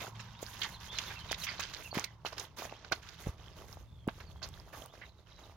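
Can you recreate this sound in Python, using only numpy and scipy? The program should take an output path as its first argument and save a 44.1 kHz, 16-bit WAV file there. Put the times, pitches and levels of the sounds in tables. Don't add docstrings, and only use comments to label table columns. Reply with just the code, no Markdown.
import sys
import numpy as np
from scipy import signal
from scipy.fft import rfft, irfft, next_fast_len
from scipy.io import wavfile
from scipy.ndimage import map_coordinates

SR = 44100
rng = np.random.default_rng(int(sys.argv[2]) if len(sys.argv) > 2 else 0)


def dump(signal):
    limited = np.clip(np.atleast_2d(signal).T, -1, 1)
    pcm = np.round(limited * 32767).astype(np.int16)
    wavfile.write(sys.argv[1], SR, pcm)


N = 245195

# (time [s], hold [s], sand [dB], pulp [dB], froth [dB])
FOOT_PRESSES = [(0, 0.062, -51.5, -52, -59.5), (0.147, 0.44, -68, -57.5, -75),
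                (0.419, 0.086, -63, -54.5, -58), (0.531, .14, -58.5, -51.5, -60.5),
                (0.686, 0.073, -70, -58.5, -68.5), (0.803, 0.06, -64.5, -52.5, -65),
                (0.916, .29, -56, -48, -63.5), (0.977, 0.043, -69, -47.5, -60),
                (1.239, 0.13, -57.5, -54, -71), (1.379, 0.062, -60.5, -49, -53),
                (1.48, 0.22, -56.5, -48.5, -68.5), (1.731, 0.073, -57.5, -52, -66),
                (1.831, 0.011, -64, -56, -56.5), (1.94, 0.072, -51.5, -47, -61),
                (2.252, 0.009, -52, -52.5, -56), (2.307, 0.045, -59.5, -58.5, -78),
                (2.369, 0.046, -52, -50, -61.5), (2.57, 0.069, -50, -50.5, -56),
                (2.691, 0.19, -61, -59, -88), (2.913, 0.042, -56.5, -55.5, -68.5),
                (3.023, 0.17, -65, -55.5, -70.5), (3.191, 0.072, -65, -60.5, -68),
                (3.261, 0.028, -52, -58, -67), (3.378, 0.21, -61, -62.5, -79),
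                (3.563, 0.042, -54, -59.5, -64), (3.675, 0.1, -64, -64, -72),
                (4.097, 0.28, -65.5, -66, -78), (4.178, 0.055, -59, -63, -69),
                (4.426, 0.03, -56, -55.5, -62.5), (4.524, 0.17, -64, -65.5, -75.5),
                (4.726, 0.12, -55, -60, -65), (4.928, 0.12, -62, -64, -77), (5.261, 0.16, -69.5, -66, -84),
                (5.386, 0.13, -60.5, -64.5, -75.5)]
# (frequency [Hz], density [dB])
SAND_SPECTRUM = [(100, -64), (220, 0.5), (400, 3.5), (750, 2.5), (1200, 2), (2000, -26), (5000, -54)]
PULP_SPECTRUM = [(400, -28), (1000, 1.5), (1600, 2.5), (2400, -2), (3300, 0.5), (4500, -2), (6500, -5.5),
                 (8000, -19), (12000, -35)]
FROTH_SPECTRUM = [(3000, -18), (6500, 11), (8200, -8), (11000, -1.5), (15500, -1.5), (17000, -7)]
# (time [s], level [dB], centre [Hz], width [octaves], decay [s])
JUICE_SQUIRTS = [(.003, -43.5, 2500, .94, .032), (0.193, -46.5, 2700, 1.02, 0.02),
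                 (0.616, -29, 3030, 0.41, 0.0086), (0.63, -35, 3120, .65, 0.019),
                 (0.644, -40.5, 1930, 0.82, 0.023), (0.9845, -27, 3320, 0.69, 0.0059),
                 (1.1, -44, 1630, 0.69, 0.026), (1.309, -39.5, 3230, .79, .022),
                 (1.342, -36, 3520, .51, .006), (1.433, -38.5, 5870, 1.26, 0.021),
                 (1.466, -38.5, 2220, 0.48, 0.043), (1.485, -44.5, 4560, 0.077, 0.023),
                 (1.594, -37, 2590, 1.4, .019), (1.618, -41, 3150, 0.78, 0.036),
                 (1.7355, -39, 4370, .51, 0.0066), (1.943, -41, 2100, 1.35, 0.032),
                 (1.974, -38, 2350, 2.05, 0.021), (2.040, -33, 4080, 1.29, .008),
                 (2.252, -40, 2840, 0.86, 0.029), (2.322, -44, 1180, 1.5, 0.013),
                 (2.379, -36.5, 3300, 1.1, .006), (2.395, -35, 5700, 0.51, 0.0061),
                 (2.582, -46, 2390, 1.93, 0.032), (2.647, -44.5, 1620, 1.7, 0.015),
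                 (2.845, -44, 1550, 1.17, 0.0081), (2.919, -26.5, 1480, 1.34, .0085),
                 (2.922, -33.5, 2960, 0.75, .011), (3.087, -41, 3500, .55, 0.0046),
                 (4.083, -37.5, 1094, 1.17, 0.011), (4.2, -45.5, 1114, 1.2, .014),
                 (4.416, -49, 1040, 0.9, 0.046), (4.426, -41.5, 4530, 0.32, .019),
                 (4.728, -48.5, 1190, 0.73, .028), (5.013, -50.5, 1930, 0.41, 0.032)]
# (peak time [s], level [dB], pitch [Hz])
AIR_POPS = [(.4294, -28, 483), (1.3144, -25, 653), (1.3195, -23, 5700), (1.3292, -19.5, 1870),
            (1.5944, -30.5, 710), (1.7481, -26.5, 3980), (1.9297, -29, 730), (1.9802, -21.5, 2040),
            (1.9963, -23, 6200), (2.2503, -24.5, 800), (2.2641, -32, 780), (2.3317, -32, 980),
            (2.6222, -28.5, 724), (2.6543, -32, 640), (2.7256, -31, 694), (2.9163, -30, 604),
            (2.9245, -22.5, 600), (2.9307, -24.5, 890), (3.772, -37.5, 725), (4.36, -43.5, 960),
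            (4.939, -41.5, 816)]
# (time [s], thud [dB], thud [Hz], sole delay [s], sole [dB], sole [Hz])
HEEL_STRIKES = [(1.9734, -24, 214, .014, -24, 850), (3.2714, -25.5, 123, 0.023, -28, 71),
                (4.0791, -21, 215, .0088, -22, 1080)]
# (time [s], level [dB])
PEEL_SNAPS = [(0.4292, -28.5), (1.3192, -22), (1.328, -29), (1.599, -57), (4.0763, -29.5), (4.489, -33),
              (4.86, -33)]
# (time [s], length [s], start pitch [Hz], end pitch [Hz], level [dB])
BIRD_SYLLABLES = [(.278, 0.044, 3600, 3270, -64), (.329, 0.082, 2750, 4070, -60),
                  (.732, 0.044, 4450, 3140, -51.5), (.88, 0.084, 3180, 3610, -44.5),
                  (.951, 0.036, 4320, 3640, -41.5), (1.063, 0.028, 3760, 3270, -46),
                  (1.16, 0.028, 2670, 2510, -49), (1.201, 0.029, 3040, 2960, -45.5),
                  (1.284, 0.032, 3950, 3390, -45.5), (1.408, 0.037, 4350, 3470, -48.5),
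                  (1.84, 0.046, 2750, 2420, -52), (1.909, 0.016, 4540, 4150, -48),
                  (2.06, .035, 2060, 1940, -58.5), (2.117, 0.016, 3000, 2830, -63),
                  (2.744, 0.049, 2600, 4100, -62.5), (4.139, 0.03, 4100, 3350, -67),
                  (4.26, 0.043, 4650, 3900, -65), (4.863, 0.091, 2530, 4070, -64.5),
                  (5.047, 0.023, 3930, 3540, -60.5), (5.08, 0.034, 3950, 3960, -70),
                  (5.172, .03, 3970, 3530, -69.5), (5.296, .035, 3900, 3650, -66),
                  (5.333, .07, 3940, 3750, -65), (5.426, 0.03, 3900, 3500, -63)]
BIRD_TRILLS = [(3.85, 0.25, 3690, 2960, -73), (4.35, .068, 3180, 3150, -68), (4.48, .168, 3280, 3170, -68)]
# (time [s], level [dB])
TYRE_LEVELS = [(0, -56), (1.1, -55.5), (1.8, -62.5), (2.2, -66), (5.56, -79)]
RUMBLE_LEVELS = [(0, -61.5), (1.4, -54), (2.1, -58), (2.9, -58.5), (3.65, -55), (4.5, -52), (5.15, -61.5),
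                 (5.56, -58.5)]
# (frequency [Hz], density [dB])
TYRE_SPECTRUM = [(200, 6.5), (500, -44), (750, -7), (980, 5), (1300, -9), (3000, -46), (8000, -42)]
RUMBLE_SPECTRUM = [(15, -31), (30, -4.5), (48, 1.5), (75, 4.5), (110, -3), (165, -5), (240, -18.5),
                   (500, -30.5), (1500, -57)]
# (frequency [Hz], T60 [s])
SCATTER_DECAY = [(200, 0.091), (2000, 0.1), (10000, 0.065)]
# (frequency [Hz], correlation [ratio])
STEREO_CORRELATION = [(30, 0.99), (120, 0.94), (500, 0.93), (1000, 0.77), (2000, 0.67), (4000, 0.18),
                      (8000, 0.33), (14000, 0.11)]
# (frequency [Hz], right minus left [dB])
MIC_BALANCE = [(100, 1), (400, 2.5), (1000, 2), (2000, 6), (4000, 5.5), (7000, 26), (11000, 3),
               (15000, -0.5)]


def treading():
    _, _, sand_db, pulp_db, froth_db = np.transpose(FOOT_PRESSES)
    grit = grains(N, per_s=900, hz=666, octaves=1, cycles=0.8, scatter_db=4)
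    bubbles = grains(N, per_s=5000, hz=3000, octaves=0.9, cycles=2, scatter_db=2.5)
    bubbles += 0.6 * grains(N, per_s=70, hz=2800, octaves=0.7, cycles=4, scatter_db=3.5)
    fizz = grains(N, per_s=1500, hz=11100, octaves=0.322, cycles=24, scatter_db=2)
    sand = coloured(grit + 1.4 * noise(), SAND_SPECTRUM)
    pulp = coloured(bubbles + 0.8 * noise(), PULP_SPECTRUM)
    froth = coloured(fizz + 0.63 * noise(), FROTH_SPECTRUM)
    sand *= pressure(sand_db, rest_db=-70.5, release_db_per_s=199)
    pulp *= pressure(pulp_db, rest_db=-75, release_db_per_s=199)
    froth *= pressure(froth_db, rest_db=-90, release_db_per_s=256)
    clumps = wobble(35)
    return sand * amp(2.07 * clumps) + pulp * amp(1.47 * clumps) + froth * amp(4.3 * clumps)


def pressure(levels_db, rest_db, release_db_per_s, attack_s=0.015, sag_db_per_s=18):
    power = np.full(N, amp(rest_db) ** 2)
    for (s, hold_s, *_), db in zip(FOOT_PRESSES, levels_db):
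        t = np.arange(N) / SR - s
        rise = np.clip(t / attack_s + 0.5, 0, 1)
        fall_db = sag_db_per_s * np.clip(t, 0, hold_s) + release_db_per_s * np.maximum(t - hold_s, 0)
        power += (rise * amp(db - fall_db)) ** 2
    return np.sqrt(power)


def grains(size, per_s, hz, octaves, cycles, scatter_db):
    count = int(per_s * size / SR) + 1
    start = rng.integers(0, size, (count, 1))
    pitch_hz = np.clip(hz * 2 ** (octaves * rng.standard_normal((count, 1))), 150, SR / 2.5)
    strength = amp(scatter_db * np.minimum(rng.exponential(size=(count, 1)), 4)) * np.sqrt(pitch_hz)
    step = np.arange(192)
    age = step / len(step)
    turns = pitch_hz * step / SR * (1 + 0.11 * age)
    envelope = strength * np.exp(-turns / cycles) * (1 - np.exp(-2 * turns)) * (1 - age)
    waves = envelope * np.sin(2 * np.pi * turns)
    positions = (start + step).ravel()
    pair = [waves * rng.choice([-1, 1], (count, 1)) for _ in range(2)]
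    return unit_rms(np.array([np.bincount(positions, x.ravel(), size)[:size] for x in pair]))


def squirts(tear_s=0.0019):
    out = np.zeros((2, N))
    damping_db = [(150, 13), (400, 3), (6500, -1.5), (8000, -11), (15000, -0.5)]
    for s, db, hz, octaves, decay_s in JUICE_SQUIRTS:
        def wet_gap(f):
            band = 1 / np.hypot(1, np.log2((f + 1) / hz) / (1.5 * octaves))
            bounce = 1 / (1 - 0.35 * np.exp(-4j * np.pi * f / hz))
            return amp(at_hz(damping_db, f)) * band * bounce
        t = np.arange(int(3 * decay_s * SR)) / SR
        bubbles = grains(len(t), per_s=6000, hz=hz, octaves=octaves, cycles=1.73, scatter_db=3)
        envelope = (1 - np.exp(-t / tear_s)) * np.exp(-(t / (1.09 * decay_s)) ** 2)
        add(out, s, amp(db) * envelope * unit_rms(filtered(bubbles, wet_gap)))
    return out


def pops():
    return swings(AIR_POPS)


def heels(touch_lead_s=0.00708, touch_hz=603, knock_hz=384):
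    out = np.zeros((2, N))
    for s, db, thud_hz, delay_s, sole_db, sole_hz in HEEL_STRIKES:
        touch = (s - touch_lead_s, db - 13.5, touch_hz)
        thud = (s, db, thud_hz)
        knock = (s, db - 7.5, knock_hz)
        sole = (s + delay_s, sole_db, sole_hz)
        out += swings([touch, thud, knock, sole])
    return out


def swings(rows, lead_s=0.02):
    out = np.zeros((2, N))
    t = np.arange(SR // 10) / SR - lead_s
    for s, db, hz in rows:
        turns, cycles = hz * t, 0.31 + hz / 4500
        envelope = np.where(turns < 0, np.exp(-(turns / 0.45) ** 2), np.exp(-np.abs(turns) / cycles))
        phase = 2 * np.pi * turns
        add(out, s - lead_s, amp(db) * envelope * np.array([np.cos(phase), np.sin(phase)]))
    return out


def snaps(decay_s=0.00041):
    out = np.zeros((2, N))
    t = np.arange(SR // 100) / SR
    for s, db in PEEL_SNAPS:
        add(out, s, amp(db - 7) * np.exp(-t / decay_s) * noise(len(t)))
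    return out


def bird(trill_hz=62, flutter_db=3.5):
    pulses = 2 * np.sin(np.pi * trill_hz * np.arange(N) / SR) ** 4
    song = whistles(BIRD_SYLLABLES) + pulses * whistles(BIRD_TRILLS)
    song *= unit_rms(amp(flutter_db * wobble(180)))
    return song + amp(-4.5) * echo(song, t60_s=[(2000, 0.25), (6000, 0.35)])


def whistles(rows, arch_hz=130, waver_hz=76):
    song = np.zeros(N)
    drift_hz = waver_hz * wobble(350)
    for s, length_s, from_hz, to_hz, db in rows:
        progress = np.linspace(0, 1, int(length_s * SR))
        arch = np.abs(np.sin(np.pi * progress))
        pitch_hz = from_hz + (to_hz - from_hz) * progress + arch_hz * arch
        pitch_hz += np.roll(drift_hz, -round(s * SR))[:len(progress)]
        add(song, s, amp(db + 1.5) * np.sqrt(arch) * np.sin(2 * np.pi * np.cumsum(pitch_hz) / SR))
    return song


def vehicle(hum_hz=110.9, hum_db=-51, distance_doubled_s=1.08):
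    tyres = gain_curve(TYRE_LEVELS) * coloured(noise(), TYRE_SPECTRUM)
    phase = 2 * np.pi * np.cumsum(hum_hz + 2.71 * wobble(5)) / SR
    distance = 1 + np.arange(N) / SR / distance_doubled_s
    hum = amp(hum_db + 1.96 * wobble(7.7)) / distance * np.sin(phase)
    return spread(tyres) + hum


def open_air(breeze_db=-8.5):
    rumble = spread(coloured(noise(), RUMBLE_SPECTRUM))
    gusts = amp(breeze_db + 2.8 * wobble(6))
    breeze = gusts * coloured(noise(), [(20, -18), (55, 1), (150, -14.5), (600, -49)])
    return gain_curve(RUMBLE_LEVELS) * (rumble + breeze)


def echo(x, t60_s):
    hz, t, spectra = signal.stft(noise(SR // 2), SR, nperseg=256)
    decay = amp(-60 * t / at_hz(t60_s, hz)[:, None])
    _, tail = signal.istft(spectra * decay, SR, nperseg=256)
    return signal.fftconvolve(x[None], tail / np.linalg.norm(tail[0]), axes=1)[:, :N]


def spread(pair):
    side_gain = lambda hz: np.tan(np.arccos(at_hz(STEREO_CORRELATION, hz)) / 2)
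    mid, side = filtered(pair, lambda hz: np.array([np.ones_like(hz), side_gain(hz)]))
    return np.array([mid + side, mid - side])


def amp(db):
    return 10 ** (np.asarray(db) / 20)


def unit_rms(x):
    return x / np.sqrt(np.mean(x ** 2) + 1e-20)


def noise(size=N):
    return rng.standard_normal((2, size))


def at_hz(points, hz):
    knots_hz, values = np.transpose(points)
    return np.interp(np.log(hz + 1), np.log(knots_hz + 1), values)


def gain_curve(points):
    return amp(np.interp(np.arange(N) / SR, *np.transpose(points)))


def wobble(knots_per_s):
    knots = rng.standard_normal(int(N * knots_per_s / SR) + 4)
    return map_coordinates(knots, [np.arange(N) * knots_per_s / SR])


def filtered(x, response):
    size = x.shape[-1]
    padded = next_fast_len(size + 4096)
    return irfft(rfft(x, padded) * response(np.fft.rfftfreq(padded, 1 / SR)), padded)[..., :size]


def coloured(pair, spectrum):
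    return unit_rms(filtered(pair, lambda hz: amp(at_hz(spectrum, hz))))


def add(track, s, sound):
    start = max(round(s * SR), 0)
    part = track[..., start:start + sound.shape[-1]]
    part += sound[..., :part.shape[-1]]


def scene(scatter_hz=600):
    feet = treading() + squirts() + pops() + heels() + snaps()
    scattered = filtered(echo(feet[0], SCATTER_DECAY), lambda hz: hz ** 2 / (hz ** 2 + scatter_hz ** 2))
    return spread(feet) + amp(-9) * scattered + bird() + vehicle() + open_air()


def record(dry):
    left_lag_s, low_cut_hz, top_hz = 2e-5, 36, 16000
    def microphones(hz):
        balance_db = at_hz(MIC_BALANCE, hz)
        gains = amp(np.array([-balance_db, balance_db]) / 2)
        lag = np.exp(-2j * np.pi * hz * np.array([[left_lag_s], [0]]))
        low_cut = hz ** 2 / np.hypot(hz ** 2, low_cut_hz ** 2)
        return gains / gains.mean(axis=0) * lag * low_cut * (hz < top_hz)
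    return filtered(dry, microphones)


dry = scene()
out = record(dry)
dump(out)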